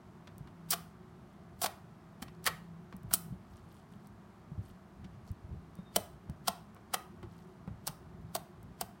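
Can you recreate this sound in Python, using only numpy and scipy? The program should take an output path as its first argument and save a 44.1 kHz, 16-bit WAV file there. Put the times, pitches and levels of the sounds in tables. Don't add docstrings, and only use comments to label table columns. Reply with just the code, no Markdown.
import sys
import numpy as np
from scipy import signal
from scipy.fft import rfft, irfft
from scipy.io import wavfile

SR = 44100
rng = np.random.default_rng(int(sys.argv[2]) if len(sys.argv) > 2 else 0)


def wrap_up_sound(samples):
    columns = np.atleast_2d(samples).T
    tamed = np.clip(columns, -1, 1)
    steps = np.round(tamed * 32767).astype(np.int16)
    wavfile.write(sys.argv[1], SR, steps)


N = 396900


def from_db(db):
    return 10 ** (np.asarray(db) / 20)


def rms_one(x):
    return x / np.sqrt(np.mean(x ** 2) + 1e-20)


def seconds(length_s):
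    return np.arange(int(length_s * SR)) / SR


def add(track, start_s, sound):
    at = max(round(start_s * SR), 0)
    track[at:at + len(sound)] += sound[:max(N - at, 0)]


def cut(x, hz, kind, order=2):
    sos = signal.butter(order, np.clip(hz, 10, .45 * SR), kind, fs=SR, output="sos")
    return signal.sosfilt(sos, x + 1e-18)


def at_hz(rows, hz, axis=1):
    rows = np.array(rows)
    return np.interp(np.log(np.maximum(hz, 1)), np.log(rows[:, 0]), rows[:, axis])


def drift(per_s):
    knots = rng.standard_normal(int(per_s * N / SR) + 2)
    smooth = signal.resample(knots, len(knots) * 16)
    return np.interp(np.linspace(0, len(smooth) - 1, N), np.arange(len(smooth)), smooth)


def grains(size, per_s, spread_db):
    strength = from_db(spread_db * np.minimum(rng.exponential(1, size), 3))
    return (rng.random(size) < per_s / SR) * strength * rng.choice([-1, 1], size)


def swells(rows, rest_db=-200):
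    t = np.arange(N) / SR
    power = from_db(rest_db) ** 2
    for peak_s, db, half_s in rows:
        bell = np.exp(-.5 * np.minimum(((t - peak_s) / half_s) ** 2, 100))
        power = power + (from_db(db) * bell) ** 2
    return np.sqrt(power)


def glide_filter(x, hz, width_hz):
    turn = np.exp(2j * np.pi * np.cumsum(hz) / SR)
    r = np.exp(-np.pi * width_hz / SR)
    return 2 * np.real(turn * signal.lfilter([1 - r], [1, -r], x / turn))


# f/Hz, density/dB per Hz
ROOM_NOISE = [(20, -35.5), (50, -16.5), (130, -6), (200, 0), (285, -15.5), (350, -8.5), (520, -23),
              (660, -14.5), (880, -18.5), (1130, -18), (2500, -33.5), (7500, -44.5), (8800, -45.5),
              (16000, -51.5)]
# f/Hz, level/dB rms
HUM_PARTIALS = [(166.9, -63.5), (366, -75)]
# t/s, level/dB
HUM_GAIN = [(0, 3.5), (1.2, 1), (3.1, 5), (3.6, -12), (4.8, -3), (7, 0.5), (9, 1)]


def background(air_db=-56, waver_db=4.5, wander_rad=0.98):
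    shape = from_db(at_hz(ROOM_NOISE, np.fft.rfftfreq(N, 1 / SR)))
    air = irfft(rfft(rng.standard_normal(N)) * shape, N)
    t = np.arange(N) / SR
    hum = 0
    for hz, db in HUM_PARTIALS:
        level = from_db(db + waver_db * drift(4.7))
        hum = hum + level * np.sin(2 * np.pi * hz * t + wander_rad * drift(12))
    hum_gain = np.sqrt(2) * from_db(np.interp(t, *np.transpose(HUM_GAIN)))
    return from_db(air_db) * rms_one(air) + hum_gain * hum


# peak t/s, level/dB, half-length/s
PEEL_GESTURES = [(3.56, -75, 0.046), (3.745, -74.5, 0.063), (3.93, -77.5, 0.039), (4.05, -78, .03),
                 (4.69, -74, 0.036), (5.29, -76, 0.028), (7.39, -78.5, 0.1)]


def peeling(per_s=1100, width=0.35, clump_db=2.5, rest_db=-89):
    clicks, dealt = grains(N, per_s, spread_db=5.5), rng.integers(0, 5, N)
    ticks = 0
    for k, hz in enumerate(np.geomspace(2500, 11500, num=5)):
        band = cut(clicks * (dealt == k), [hz, hz * (1 + width)], "band", order=1)
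        ticks = ticks + band / np.sqrt(hz)
    clumped = ticks * from_db(clump_db * drift(35))
    return swells(PEEL_GESTURES, rest_db) * rms_one(clumped)


# peak t/s, level/dB before rumble_db, half-length/s
HAND_PUSHES = [(.44, -52.5, .07), (1.67, -55, 0.042), (2.28, -51, .03), (2.5, -48.5, .06), (3.08, -47, .06),
               (3.32, -45.5, 0.046), (3.52, -50, 0.033), (4.56, -50, .09), (4.71, -46.5, 0.02),
               (5.08, -50, 0.083), (5.53, -46.5, 0.053), (6.31, -45.5, .025), (7.24, -43.5, 0.035),
               (7.71, -44, 0.048), (8.16, -48.5, 0.11), (8.26, -45, 0.023), (8.67, -47.5, 0.037)]


def rumble(low_hz=48, top_hz=135, rumble_db=-3, lumpy_db=2.5, rest_db=-58.5):
    lumpy = rng.standard_normal(N) * from_db(lumpy_db * drift(14))
    shake = rms_one(cut(lumpy, [low_hz, top_hz], "band"))
    return from_db(rumble_db) * swells(HAND_PUSHES, rest_db) * shake


# t/s, level/dB before decay, top f/Hz
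SKIN_SMACKS = [(0.273, -48.5, 2500), (.474, -53, 1450), (2.281, -54, 2500), (2.926, -48.5, 1580),
               (3.110, -39.5, 1300), (5.044, -55.5, 3465), (5.787, -54.5, 1000), (6.295, -56, 1000),
               (6.764, -53, 1300), (7.229, -45.5, 1250), (7.676, -48, 897)]


def smacks(per_s=5000, t60_s=0.057, low_hz=340):
    out, t = np.zeros(N), seconds(0.061)
    for start_s, db, top_hz in SKIN_SMACKS:
        contacts = cut(grains(len(t), per_s, spread_db=4.0), low_hz, "high", order=3)
        patter = rms_one(cut(contacts, top_hz, "low"))
        add(out, start_s, from_db(db - 60 * t / t60_s) * patter)
    return out


# t/s, level/dB, lowest f/Hz
THREAD_SNAPS = [(.382, -32.5, 8000), (0.7062, -6.5, 6030), (.7094, -3, 5500), (.713, -4.5, 6000),
                (.721, -9.5, 4000), (1.618, -16.5, 3000), (1.6281, -11, 5000), (1.634, -12, 3000),
                (2.223, -27, 2000), (2.443, -24, 4000), (2.458, -19, 4000), (2.4654, -5, 1500),
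                (2.966, -33.5, 9000), (3.033, -41, 9000), (3.115, -31, 2000), (3.1374, 2, 6000),
                (4.072, -38.5, 5800), (5.316, -38, 10000), (5.754, -38.5, 5960), (5.9617, -3, 2500),
                (5.9652, -0.5, 4500), (6.298, -35, 4000), (6.482, -6, 2000), (6.747, -40, 6900),
                (6.9386, -12, 4000), (6.9427, -6.5, 2530), (7.871, -12, 4000), (7.8768, -8.5, 4000),
                (8.352, -10, 4000), (8.63, -37.5, 9000), (8.8121, -9, 5500)]


def snaps(span=26.0, strays_per_tear=3, stray_db=4, stray_s=.005, stray_hz=5000, tick_db=2, tick_hz=1201):
    out, click = np.zeros(N), signal.unit_impulse(256)
    events = list(THREAD_SNAPS)
    for peak_s, db, *_ in SEAL_TEARS:
        for _ in range(strays_per_tear):
            events.append((peak_s + stray_s * rng.uniform(-1, 1), db + stray_db, stray_hz))
    for start_s, db, _ in SKIN_SMACKS:
        events.append((start_s, db + tick_db, tick_hz))
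    for start_s, db, low_hz in events:
        sound = cut(click, low_hz, "high")
        sound = cut(sound, min(low_hz * span, 19000), "low", order=1)
        add(out, start_s, from_db(db) * sound / np.linalg.norm(sound))
    return out


# t/s, f/Hz, level/dB before thud_db
TABLE_THUDS = [(0.407, 143, -36.5), (2.219, 226, -37.5), (2.941, 184.6, -35.5), (3.044, 140, -38),
               (3.135, 208, -40), (3.305, 118.3, -35.5), (3.323, 165, -33), (4.517, 147, -34),
               (4.578, 99.7, -33), (4.59, 112, -31.5), (5.048, 173, -39), (5.304, 90, -31),
               (5.441, 79.5, -39), (5.788, 169, -35), (5.964, 197, -33.5), (6.295, 150, -32),
               (6.485, 193, -36.5), (7.23, 116, -38), (7.234, 344, -42.5), (7.676, 153, -33),
               (7.892, 151, -36), (8.825, 176, -39)]


def thuds(contact_s=0.0026, t60_s=0.064, table_hz=68, table_t60_s=0.056, table_db=-9, thud_db=5):
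    out, t = np.zeros(N), seconds(.2)
    table = from_db(table_db - 60 * t / table_t60_s) * np.sin(2 * np.pi * table_hz * t)
    onset = 1 - np.exp(-t / contact_s)
    for start_s, hz, db in TABLE_THUDS:
        thud = from_db(-60 * t / t60_s) * np.sin(2 * np.pi * hz * t)
        add(out, start_s, from_db(db + thud_db) * onset * (thud + table))
    return out


# peak t/s, level/dB, swell/s, fade/s, tilt/dB per octave, gap f/Hz at the peak
SEAL_TEARS = [(0.72, -30, 0.0065, 0.011, 2, 4840), (.736, -28, 0.012, 0.0047, -1.5, 1250),
              (1.6175, -29, 0.0012, 0.0087, 2, 1110), (1.643, -27.5, 0.0069, 0.0067, -1, 980),
              (1.661, -27, 0.0017, 0.0057, -3.5, 1150), (2.225, -39.5, 0.0023, 0.0057, -2, 1910),
              (2.467, -31.5, 0.0073, 0.0042, -2, 1790), (2.475, -25, 0.0062, 0.0062, -2.8, 1810),
              (3.133, -37.5, .003, 0.0035, -2.5, 6700), (3.138, -20, 0.0008, 0.008, 4, 13000),
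              (5.962, -26.5, 0.0013, 0.0035, -3, 1723), (6.476, -35, .002, 0.0055, -0.5, 5200),
              (6.4818, -25.5, 0.0035, 0.0043, -2.5, 1060), (6.9442, -28.5, 0.0048, 0.0041, -3.5, 1250),
              (7.871, -39, 0.0033, 0.0032, 1, 6020), (7.876, -34, 0.0023, 0.0069, -3.5, 1420),
              (8.354, -33, 0.0041, 0.0027, 0.5, 1036), (8.363, -33.5, 0.0014, 0.0026, -1, 800),
              (8.812, -32, 0.00078, 0.0054, -2.5, 1600)]


def tears(per_s=4500, low_hz=420, pivot_hz=5000, creep_db=-21, creep_s=0.012, octaves_per_s=32,
          width=0.15, gap_db=2):
    out, t = np.zeros(N), seconds(.1) - .05
    octaves = np.log2(np.clip(np.fft.rfftfreq(len(t), 1 / SR), 1500, 14000) / pivot_hz)
    creep = from_db(creep_db) * np.exp(-abs(t) / creep_s) * (t < 0)
    for peak_s, db, swell_s, fade_s, tilt_db, gap_hz in SEAL_TEARS:
        ruptures = grains(len(t), per_s, spread_db=3.5)
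        fizz = irfft(rfft(ruptures) * from_db(tilt_db * octaves), len(t))
        pitch_hz = np.minimum(gap_hz * 2 ** (-octaves_per_s * t), SR / 3)
        fizz = fizz + from_db(gap_db) * glide_filter(fizz, pitch_hz, width * gap_hz)
        rush = np.exp(-np.maximum(-t / swell_s, t / fade_s))
        level = from_db(db) * np.maximum(rush, creep)
        add(out, peak_s + t[0], level * rms_one(cut(fizz, low_hz, "high")))
    return out


# t/s, mid-glide cavity f/Hz, level/dB, base t60/s
AIR_POCKETS = [(0.7341, 714, -31, 0.045), (1.618, 715, -33.5, 0.048), (1.6422, 743, -24, 0.039),
               (1.6596, 648, -30, 0.034), (2.224, 803, -45.5, .06), (2.464, 1867, -22, 0.026),
               (2.472, 1930, -23.5, 0.027), (2.478, 1170, -28, 0.033), (3.137, 1330, -31.5, 0.027),
               (3.1373, 720, -34.5, 0.022), (5.963, 660, -17, .021), (5.964, 472, -25.5, .03),
               (5.963, 3200, -22.5, .018), (6.481, 746, -21.5, 0.032), (6.939, 767, -28.5, 0.05),
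               (6.9425, 1955, -30.5, .027), (7.875, 830, -32.5, 0.023), (8.3535, 692, -23.5, 0.025),
               (8.812, 749, -25.5, 0.026)]
# multiple of cavity f, level/dB, share of base t60
CAVITY_MODES = [(.68, -7, 0.74), (1.0, 2, 0.96), (1.58, -6, 0.74)]


def pockets(opening_s=0.00092, glide=0.076, slab_hz=400, slab_db=-17, slab_t60_s=0.027, overtone_hz=800):
    out, t = np.zeros(N), seconds(.1)
    recoil = from_db(slab_db - 60 * t / slab_t60_s) * np.sin(2 * np.pi * slab_hz * t)
    onset = 1 - np.exp(-t / opening_s)
    for start_s, hz, db, t60_s in AIR_POCKETS:
        pitch_hz = hz * (1 + glide * (2 * np.exp(-t * 8 / t60_s) - 1))
        phase = 2 * np.pi * np.cumsum(pitch_hz) / SR
        overtone = min((overtone_hz / hz) ** 2, 1)
        ring = 0
        for multiple, mode_db, share in CAVITY_MODES:
            gain = overtone if multiple > 1 else 1
            decay = from_db(mode_db - 60 * t / (t60_s * share))
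            ring = ring + gain * decay * np.sin(multiple * phase)
        size = (2 * slab_hz / hz) ** 2
        add(out, start_s, from_db(db) * onset * (ring + size * recoil))
    return out


# peak t/s, level/dB rms, half-length/s
AIR_LEAKS = [(5.79, -77, .02), (5.88, -70, 0.019)]


def whistle(hz=3690, waver=.004):
    phase = 2 * np.pi * np.cumsum(hz * (1 + waver * drift(40))) / SR
    return np.sqrt(2) * swells(AIR_LEAKS) * np.sin(phase)


# f/Hz, width/Hz, level/dB
HAND_HOLLOW = [(1250, 210, -2.5), (3200, 320, -3), (4400, 1300, -7), (8510, 380, -7.5), (11900, 4400, -12),
               (15200, 530, -9)]


def hollow(x):
    out = x.copy()
    for hz, width_hz, db in HAND_HOLLOW:
        b, a = signal.iirpeak(hz, hz / width_hz, fs=SR)
        out += from_db(db) * signal.lfilter(b, a, x + 1e-18)
    return out


def scatter(x, t60_s, echo_db, low_hz=900):
    t = seconds(.06)
    echoes = rng.standard_normal(len(t)) * from_db(-60 * t / t60_s) * (t > 0)
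    echoes = cut(echoes / np.linalg.norm(echoes), low_hz, "high")
    return x + from_db(echo_db) * signal.fftconvolve(x, echoes)[:N]


# f/Hz, t60/s, level/dB
ROOM_TAIL = [(150, 0.1, -15.5), (400, 0.21, -5.5), (800, 0.35, -7), (2000, 0.35, -11), (5500, 0.36, -19),
             (14000, 0.31, -18.5)]


def room(x, build_s=0.005):
    t, tail, edges_hz = seconds(.6), 0, np.geomspace(70, 18000, num=9)
    for low_hz, high_hz in zip(edges_hz, edges_hz[1:]):
        hz = np.sqrt(low_hz * high_hz)
        decay = from_db(-60 * t / at_hz(ROOM_TAIL, hz)) * (1 - np.exp(-t / build_s))
        band = cut(rng.standard_normal(len(t)), [low_hz, high_hz], "band")
        level = from_db(at_hz(ROOM_TAIL, hz, axis=2))
        tail = tail + level * band * decay / np.linalg.norm(decay)
    return signal.fftconvolve(x, tail)[:N]


def scene(snap_db=-3, tear_db=-2, pocket_db=1, pocket_room_db=-3):
    clicks = scatter(from_db(snap_db) * snaps(), t60_s=0.0047, echo_db=-8)
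    wet = hollow(clicks + from_db(tear_db) * tears() + peeling()) + smacks() + whistle()
    pops = from_db(pocket_db) * pockets()
    table = thuds() + rumble()
    near = scatter(wet + pops, t60_s=0.028, echo_db=-10) + table
    tail = room(wet + from_db(pocket_room_db) * pops + table)
    return (near + tail + background())[None]


def record(dry, bass_hz=42, cutoff_hz=16100):
    thin = cut(dry, bass_hz, "high", order=3)
    steep = signal.ellip(10, .1, 70, cutoff_hz, fs=SR, output="sos")
    return signal.sosfilt(steep, thin)


dry = scene()
out = record(dry)
wrap_up_sound(out)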